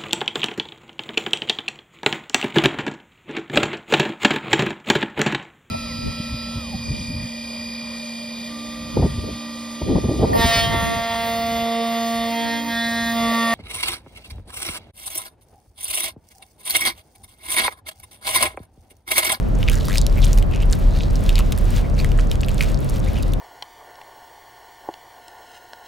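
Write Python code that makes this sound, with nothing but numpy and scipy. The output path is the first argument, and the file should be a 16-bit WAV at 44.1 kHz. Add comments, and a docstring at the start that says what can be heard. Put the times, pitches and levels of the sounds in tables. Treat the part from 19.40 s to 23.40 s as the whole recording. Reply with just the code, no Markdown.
"""Two young herons spar on a stick nest, over a steady bed of distant engines and light wind.
Wings and feet stir leaves and twigs. At 0.2 s the bills start to knock, snap shut and scrape along
each other, the bushes scattering every click; at 0.5 s a rising rattle runs into a hard knock.
More flurries follow near 2 s and 3 s, with faint nestling squeaks and hoarse rasps here and there.
After a loud knock and scrape at 3.2 s the deepest rumble sinks away under a few last taps."""
import sys
import numpy as np
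from scipy import signal
from scipy.fft import rfft, irfft
from scipy.io import wavfile
from scipy.ndimage import uniform_filter1d

SR = 44100
rng = np.random.default_rng(int(sys.argv[2]) if len(sys.argv) > 2 else 0)


def put_to_file(sound):
    """Save the sound as 16-bit audio at rate SR, in the file named by the first command-line argument."""
    columns = np.atleast_2d(sound).T  # one column per channel
    safe = np.clip(columns, -1, 1)
    whole_steps = np.round(safe * 32767)
    wavfile.write(sys.argv[1], SR, whole_steps.astype(np.int16))


N = 176400  # 4 s


def undb(db):
    """Decibels to gain."""
    return 10 ** (np.asarray(db) / 20)


def unit(x):
    """Scale to rms 1."""
    return x / np.sqrt(np.mean(x ** 2))


def noise():
    """White noise."""
    return rng.standard_normal(N)


def colour(x, curve):
    """EQ a sound with a curve of (f/Hz, level/dB) points; rms 1."""
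    hz, db = np.array(curve).T
    f = np.maximum(np.arange(len(x) // 2 + 1) * SR / len(x), 1)
    gain = undb(np.interp(np.log(f), np.log(hz), db))
    return unit(irfft(rfft(x) * gain, len(x)))


def fader(t, points):
    """Gain that rides through (t/s, level/dB) points."""
    return undb(np.interp(t, *np.array(points).T))


def resonate(x, hz, width_hz):
    """Band-pass through one resonance."""
    hz = min(hz, .45 * SR)
    q = hz / min(width_hz, SR / np.pi)
    return signal.lfilter(*signal.iirpeak(hz, q, fs=SR), x)


def walk(per_s):
    """Smooth random wandering; rms 1."""
    hold = int(SR / per_s)
    steps = np.repeat(rng.standard_normal(N // hold + 1), hold)
    return unit(uniform_filter1d(steps, hold)[:N])


def grains(per_s, spread_db):
    """Crackle of tiny impulses of uneven size; rms 1."""
    size = undb(spread_db * np.minimum(rng.exponential(size=N), 4))
    return unit((rng.random(N) < per_s / SR) * size * np.sign(noise()))


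def add(out, s, sound):
    """Mix a sound in at s seconds."""
    i = int(np.clip(s * SR, 0, N - 1))
    out[i:i + len(sound)] += sound[:N - i]


KNOCK_CYCLES, SNAP_CYCLES = 0.65, 0.8  # cycles for a ring's decay to reach 1 / e


def click(hz, decay_cycles, crack_db):
    """A hard contact: two heavily damped modes, a sharp crack and a quick rebound."""
    t = np.arange(512) / SR
    hz = min(hz, SR / 3)
    cycles, upper_ratio = hz * t, 1.537
    attack = (1 - np.exp(-cycles / 1.05)) ** 2
    upper = undb(-9.5) * np.sin(2 * np.pi * cycles * upper_ratio) * (hz * upper_ratio < SR / 2)
    ring = attack * np.exp(-cycles / decay_cycles) * (np.sin(2 * np.pi * cycles) + upper)
    low_cut = signal.butter(2, hz / np.sqrt(2), "high", fs=SR)  # a small body radiates little bass
    ring = signal.lfilter(*low_cut, ring)
    crack = rng.standard_normal(len(t)) * np.exp(-t / 0.00017)
    for _ in range(2):
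        crack = resonate(crack, hz=7220, width_hz=8300)
    hit = ring / np.abs(ring).max() + undb(crack_db) * crack / np.abs(crack).max()
    lag = int(0.00071 * (1 + rng.random()) * SR)
    rebound = undb(-7.5) * np.pad(hit, (lag, 0))[:len(t)]
    return hit + rebound


# EQ of the rumble bed, centre and sides: f/Hz, relative level/dB
RUMBLE_MID_EQ = [(15, -42), (26, -7), (36, 1), (52, -7.5), (90, -9.5), (150, -17), (250, -24), (400, -30),
                 (570, -28.5), (800, -37), (1300, -43), (3000, -56.5), (8000, -67), (16000, -74)]
RUMBLE_SIDE_EQ = [(15, -14), (35, 4.5), (60, -6.5), (120, -14.5), (200, -8), (330, -15), (600, -23),
                  (1200, -32), (2400, -43.5), (4500, -69.5)]
# Engine drone bands: f/Hz, width/Hz, level/dB before the sub ride
ENGINE_BANDS = [(36, 4.03, -21.5), (132.5, 10.2, -33), (200.5, 6.5, -40.5)]
# Fader ride on the sub-bass: t/s, level/dB
SUB_RIDE = [(0, -2), (.55, 4.5), (2.8, 3), (3.3, 0), (4, -10)]


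def distant_rumble(t):
    """Far engines drone unevenly in a wide bed of traffic and wind; the sub-bass swells and sinks."""
    mid = undb(-19.5) * colour(noise(), RUMBLE_MID_EQ)
    side = undb(-23.5) * colour(noise(), RUMBLE_SIDE_EQ)
    for hz, width_hz, db in ENGINE_BANDS:
        band = resonate(noise(), hz, width_hz)
        mid += undb(db) * unit(resonate(band, hz, 2 * width_hz))
    sub = resonate(mid, hz=25, width_hz=27)
    mid += sub * (fader(t, SUB_RIDE) - 1)
    return np.array([mid + side, mid - side])


# Dark EQ of the echo from the bushes: f/Hz, relative level/dB
BUSH_EQ = [(500, 16.5), (2800, 2), (9000, -2), (16000, -10.5)]


def bush_echo(x, t, t60_s=0.065, predelay_s=0.003):
    """Branches and leaves scatter a short, dull echo; wet signal only."""
    scatter = colour(grains(per_s=5000, spread_db=-5.5), BUSH_EQ)
    tail = scatter * undb(-60 * t / t60_s) * (t > predelay_s)
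    return signal.fftconvolve(x, tail / np.sqrt(np.sum(tail ** 2)))[:N]


# EQ of the leaf rustle: f/Hz, relative level/dB
LEAF_EQ = [(900, -1), (2000, 3.5), (3500, 3.5), (5500, -2.5), (10000, -9.5), (16000, -12)]
# Fader ride on the birds' movement in the nest: t/s, level/dB
STIR_RIDE = [(0, -6), (.2, 2), (.45, 6.5), (.73, -2), (.95, 1.5), (1.06, -6), (1.36, 7), (1.46, -7),
             (1.6, 1), (1.8, 1), (1.96, 5.5), (2.08, -1.5), (2.3, 5), (2.52, -4), (2.72, 1.5), (2.84, 2),
             (3.42, 4.5), (4, -0.5)]


def nest_rustle(t, twigs_per_s=35, twig_count=500):
    """Leaves and feathers rustle and small twigs tick as the birds move."""
    leaves = colour(grains(per_s=14000, spread_db=3.5), LEAF_EQ)
    leaves *= undb(-49.5 + 4.5 * walk(per_s=22.03))  # the level flickers
    twigs = np.zeros(N)
    for when, chance, size, pitch in rng.random((twig_count, 4)):
        hz = 7160 * 2 ** (0.8 * (2 * pitch - 1))  # within 0.8 octave either way
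        tick = click(hz, SNAP_CYCLES, crack_db=-16)
        if chance < twigs_per_s * N / SR / twig_count:
            db = -31.5 + min(-np.log(size), np.e)
            add(twigs, when * N / SR, undb(db) * tick)
    return fader(t, STIR_RIDE) * (leaves + twigs)


def swell(t, peak_s, half_length_s):
    """Bell-shaped fade in and out."""
    return np.exp(-2 * ((t - peak_s) / half_length_s) ** 2)


# Faint nestling calls: peak t/s, half-length/s, level/dB, f/Hz, glide/(octaves per s)
SQUEAK_CUES = [(0.831, .012, -30, 3690, -20.5), (2.452, .022, -40, 2200, -4), (2.596, .014, -29, 4320, 1.5),
               (3.68, 0.021, -37.5, 2136, 14), (3.8, 0.013, -40, 2610, -1)]


def nestling_squeaks(t):
    """Short gliding whistles, made hoarse by an unsteady pitch."""
    out = np.zeros(N)
    waver = 1 + 0.06 * walk(per_s=700)
    for s, half_length, db, hz, glide in SQUEAK_CUES:
        octaves = glide * np.clip(t - s, -2 * half_length, 2 * half_length)
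        pitch = hz * waver * 2 ** octaves
        out += undb(db) * swell(t, s, half_length) * np.sin(2 * np.pi * np.cumsum(pitch) / SR)
    return out


# Bright EQ of the grit: f/Hz, relative level/dB
GRIT_EQ = [(1000, -2), (2500, 7.5), (4500, 7), (8000, 5), (16000, -2.5)]
# Scrapes and rasps: peak t/s, half-length/s, level/dB before trim, body f/Hz, grit/dB re body
SCRAPE_AND_RASP_CUES = [(0.294, 0.043, -33, 2700, -20), (0.327, 0.016, -38, 3800, 11.5),
                        (0.348, 0.061, -32.5, 1660, -6.5), (0.47, 0.13, -38.5, 3860, -3),
                        (0.534, 0.025, -39, 1860, -7), (0.556, 0.014, -35, 2430, 7.5),
                        (0.575, 0.0049, -23.5, 4700, -3), (0.586, 0.1, -36.5, 3900, -22),
                        (0.783, 0.029, -32.5, 2170, -22), (0.838, 0.029, -27.5, 3520, -26),
                        (0.983, 0.015, -35, 2420, 8), (1.144, 0.053, -34, 2620, -25),
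                        (1.221, 0.031, -33.5, 2570, -24), (1.332, 0.016, -29, 1680, -12),
                        (1.59, 0.13, -38, 4000, -28), (1.982, 0.043, -30, 2670, -12),
                        (1.996, 0.014, -31.5, 1200, -2), (2.125, 0.0062, -29, 2830, 1),
                        (2.595, 0.018, -39, 4180, -12), (2.599, 0.045, -32.5, 2420, -5),
                        (3.219, 0.037, -25, 2400, -2.5), (3.656, 0.042, -39.5, 3600, -30),
                        (3.773, 0.044, -33.5, 2730, -25)]


def scrapes_and_rasps(t, bursts_per_s=95, trim_db=-5):
    """Dry scrapes of bills and faint, hoarse nestling rasps: uneven bursts of ringing, gritty crackle."""
    burst_rate = bursts_per_s * (1 + 0.3 * walk(bursts_per_s))
    phase = np.cumsum(burst_rate) / SR % 1
    bursts = unit(np.exp(-phase / 0.42))
    crackle = bursts * grains(per_s=2700, spread_db=3)
    grit = colour(bursts * grains(per_s=3500, spread_db=1.5), GRIT_EQ)
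    out = np.zeros(N)
    for s, half_length, db, hz, grit_db in SCRAPE_AND_RASP_CUES:
        body = unit(resonate(crackle, hz, width_hz=0.22 * hz))
        out += undb(db + trim_db) * swell(t, s, half_length) * (body + undb(grit_db) * grit)
    return out


def bill_rattle(start_s=0.4985, gap_s=0.0103, first_hz=1600, rise=1.12):
    """The bill edges skip along each other, each of five contacts ringing a little higher."""
    out = np.zeros(N)
    for k in range(5):
        add(out, start_s + k * gap_s, undb(-21) * click(first_hz * rise ** k, KNOCK_CYCLES, crack_db=1))
    return out


# Thin snaps of bill tips and twigs: t/s, level/dB before trim, ring f/Hz
SNAP_CUES = [(.3550, -16, 7000), (0.4522, -22, 4700), (.4545, -21, 12600), (.5841, -11.5, 9000),
             (.6150, -11.5, 7100), (.7775, -24, 13200), (.7888, -23, 13100), (.8041, -27, 13260),
             (0.8187, -21, 5100), (0.8437, -14.5, 5870), (0.8475, -13.5, 6900), (0.855, -19, 9400),
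             (0.8786, -24, 8800), (0.931, -13, 6300), (1.1608, -24, 5900), (1.3163, -25, 7600),
             (1.3263, -12.5, 7000), (1.389, -28, 13100), (1.7563, -18, 5460), (1.8387, -23.5, 9400),
             (2.1863, -16.5, 8300), (2.3061, -21, 8600), (2.3643, -21.5, 6760), (3.0082, -20.5, 4540),
             (3.0145, -20, 7700), (3.1448, -22.5, 7700), (3.345, -22, 4640), (3.497, -18, 10300),
             (3.8272, -18.5, 9200), (3.9354, -19.5, 12100)]
# Hollow bill knocks: t/s, level/dB before trim, ring f/Hz, crack/dB re ring
KNOCK_CUES = [(0.2294, -12.5, 2940, -11), (0.2794, -12.5, 2930, -20), (0.2856, -7, 2430, -9),
              (0.2985, -16, 3050, 4.5), (0.4087, -20.5, 3600, -22), (0.484, -18.5, 1250, 5),
              (0.557, -12.5, 2360, -18), (0.582, -3.5, 4770, -10), (0.666, -12, 3960, 6),
              (0.8404, -15, 2960, -19), (0.8674, -18.5, 3700, -19), (1.0260, -20, 3060, 0),
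              (1.138, -22, 2550, -20), (1.2317, -22, 2750, -19), (1.3311, -9.5, 4450, -9),
              (1.607, -17, 3000, -30), (1.634, -19.5, 3880, -15), (1.8630, -21.5, 4400, -6),
              (1.8927, -9, 3230, -2.5), (1.903, -24, 3030, -4), (1.956, -10, 4300, -10),
              (1.9812, -17.5, 3930, -10), (1.9906, -17, 2500, 6), (1.9954, -23, 1120, -2),
              (2.122, -18, 3840, 4), (2.1773, -28, 1850, 9.5), (2.3712, -22.5, 3470, -8),
              (2.6459, -16, 1890, 0.5), (2.7180, -22.5, 2770, -3), (2.789, -16.5, 1560, -11),
              (2.7956, -22, 2630, -7), (2.9149, -13.5, 3240, -5), (2.9555, -25.5, 3080, 4),
              (3.033, -15, 2760, -26), (3.047, -21.5, 3780, -4), (3.0848, -17, 2930, -1),
              (3.093, -23, 2680, 1), (3.182, -21.5, 3900, 0), (3.2082, -4.5, 2420, -21),
              (3.8320, -21, 4180, -8), (3.936, -19.5, 3440, -13)]


def bill_hits(knock_trim_db=-0.5, snap_trim_db=0.5):
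    """The bills strike each other with hollow knocks and shut with thin, bright snaps."""
    out = np.zeros(N)
    for s, db, hz, crack_db in KNOCK_CUES:
        add(out, s, undb(db + knock_trim_db) * click(hz, KNOCK_CYCLES, crack_db))
    for s, db, hz in SNAP_CUES:
        add(out, s, undb(db + snap_trim_db) * click(hz, SNAP_CYCLES, crack_db=-7))
    return out


def scene():
    """The nest sits dead centre with a trace of width from the bushes; the rumble lies all around."""
    t = np.arange(N) / SR
    bed = distant_rumble(t)
    birds = bill_hits() + bill_rattle() + scrapes_and_rasps(t) + nestling_squeaks(t) + nest_rustle(t)
    side = undb(-26) * bush_echo(birds, t)
    mid = birds + undb(-13.5) * bush_echo(birds, t)
    return bed + np.array([mid + side, mid - side])


def record(dry):
    """A steep high cut at 16 kHz on the whole mix."""
    return signal.sosfilt(signal.ellip(8, .2, 80, 16000, fs=SR, output="sos"), dry)


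dry = scene()
out = record(dry)
put_to_file(out)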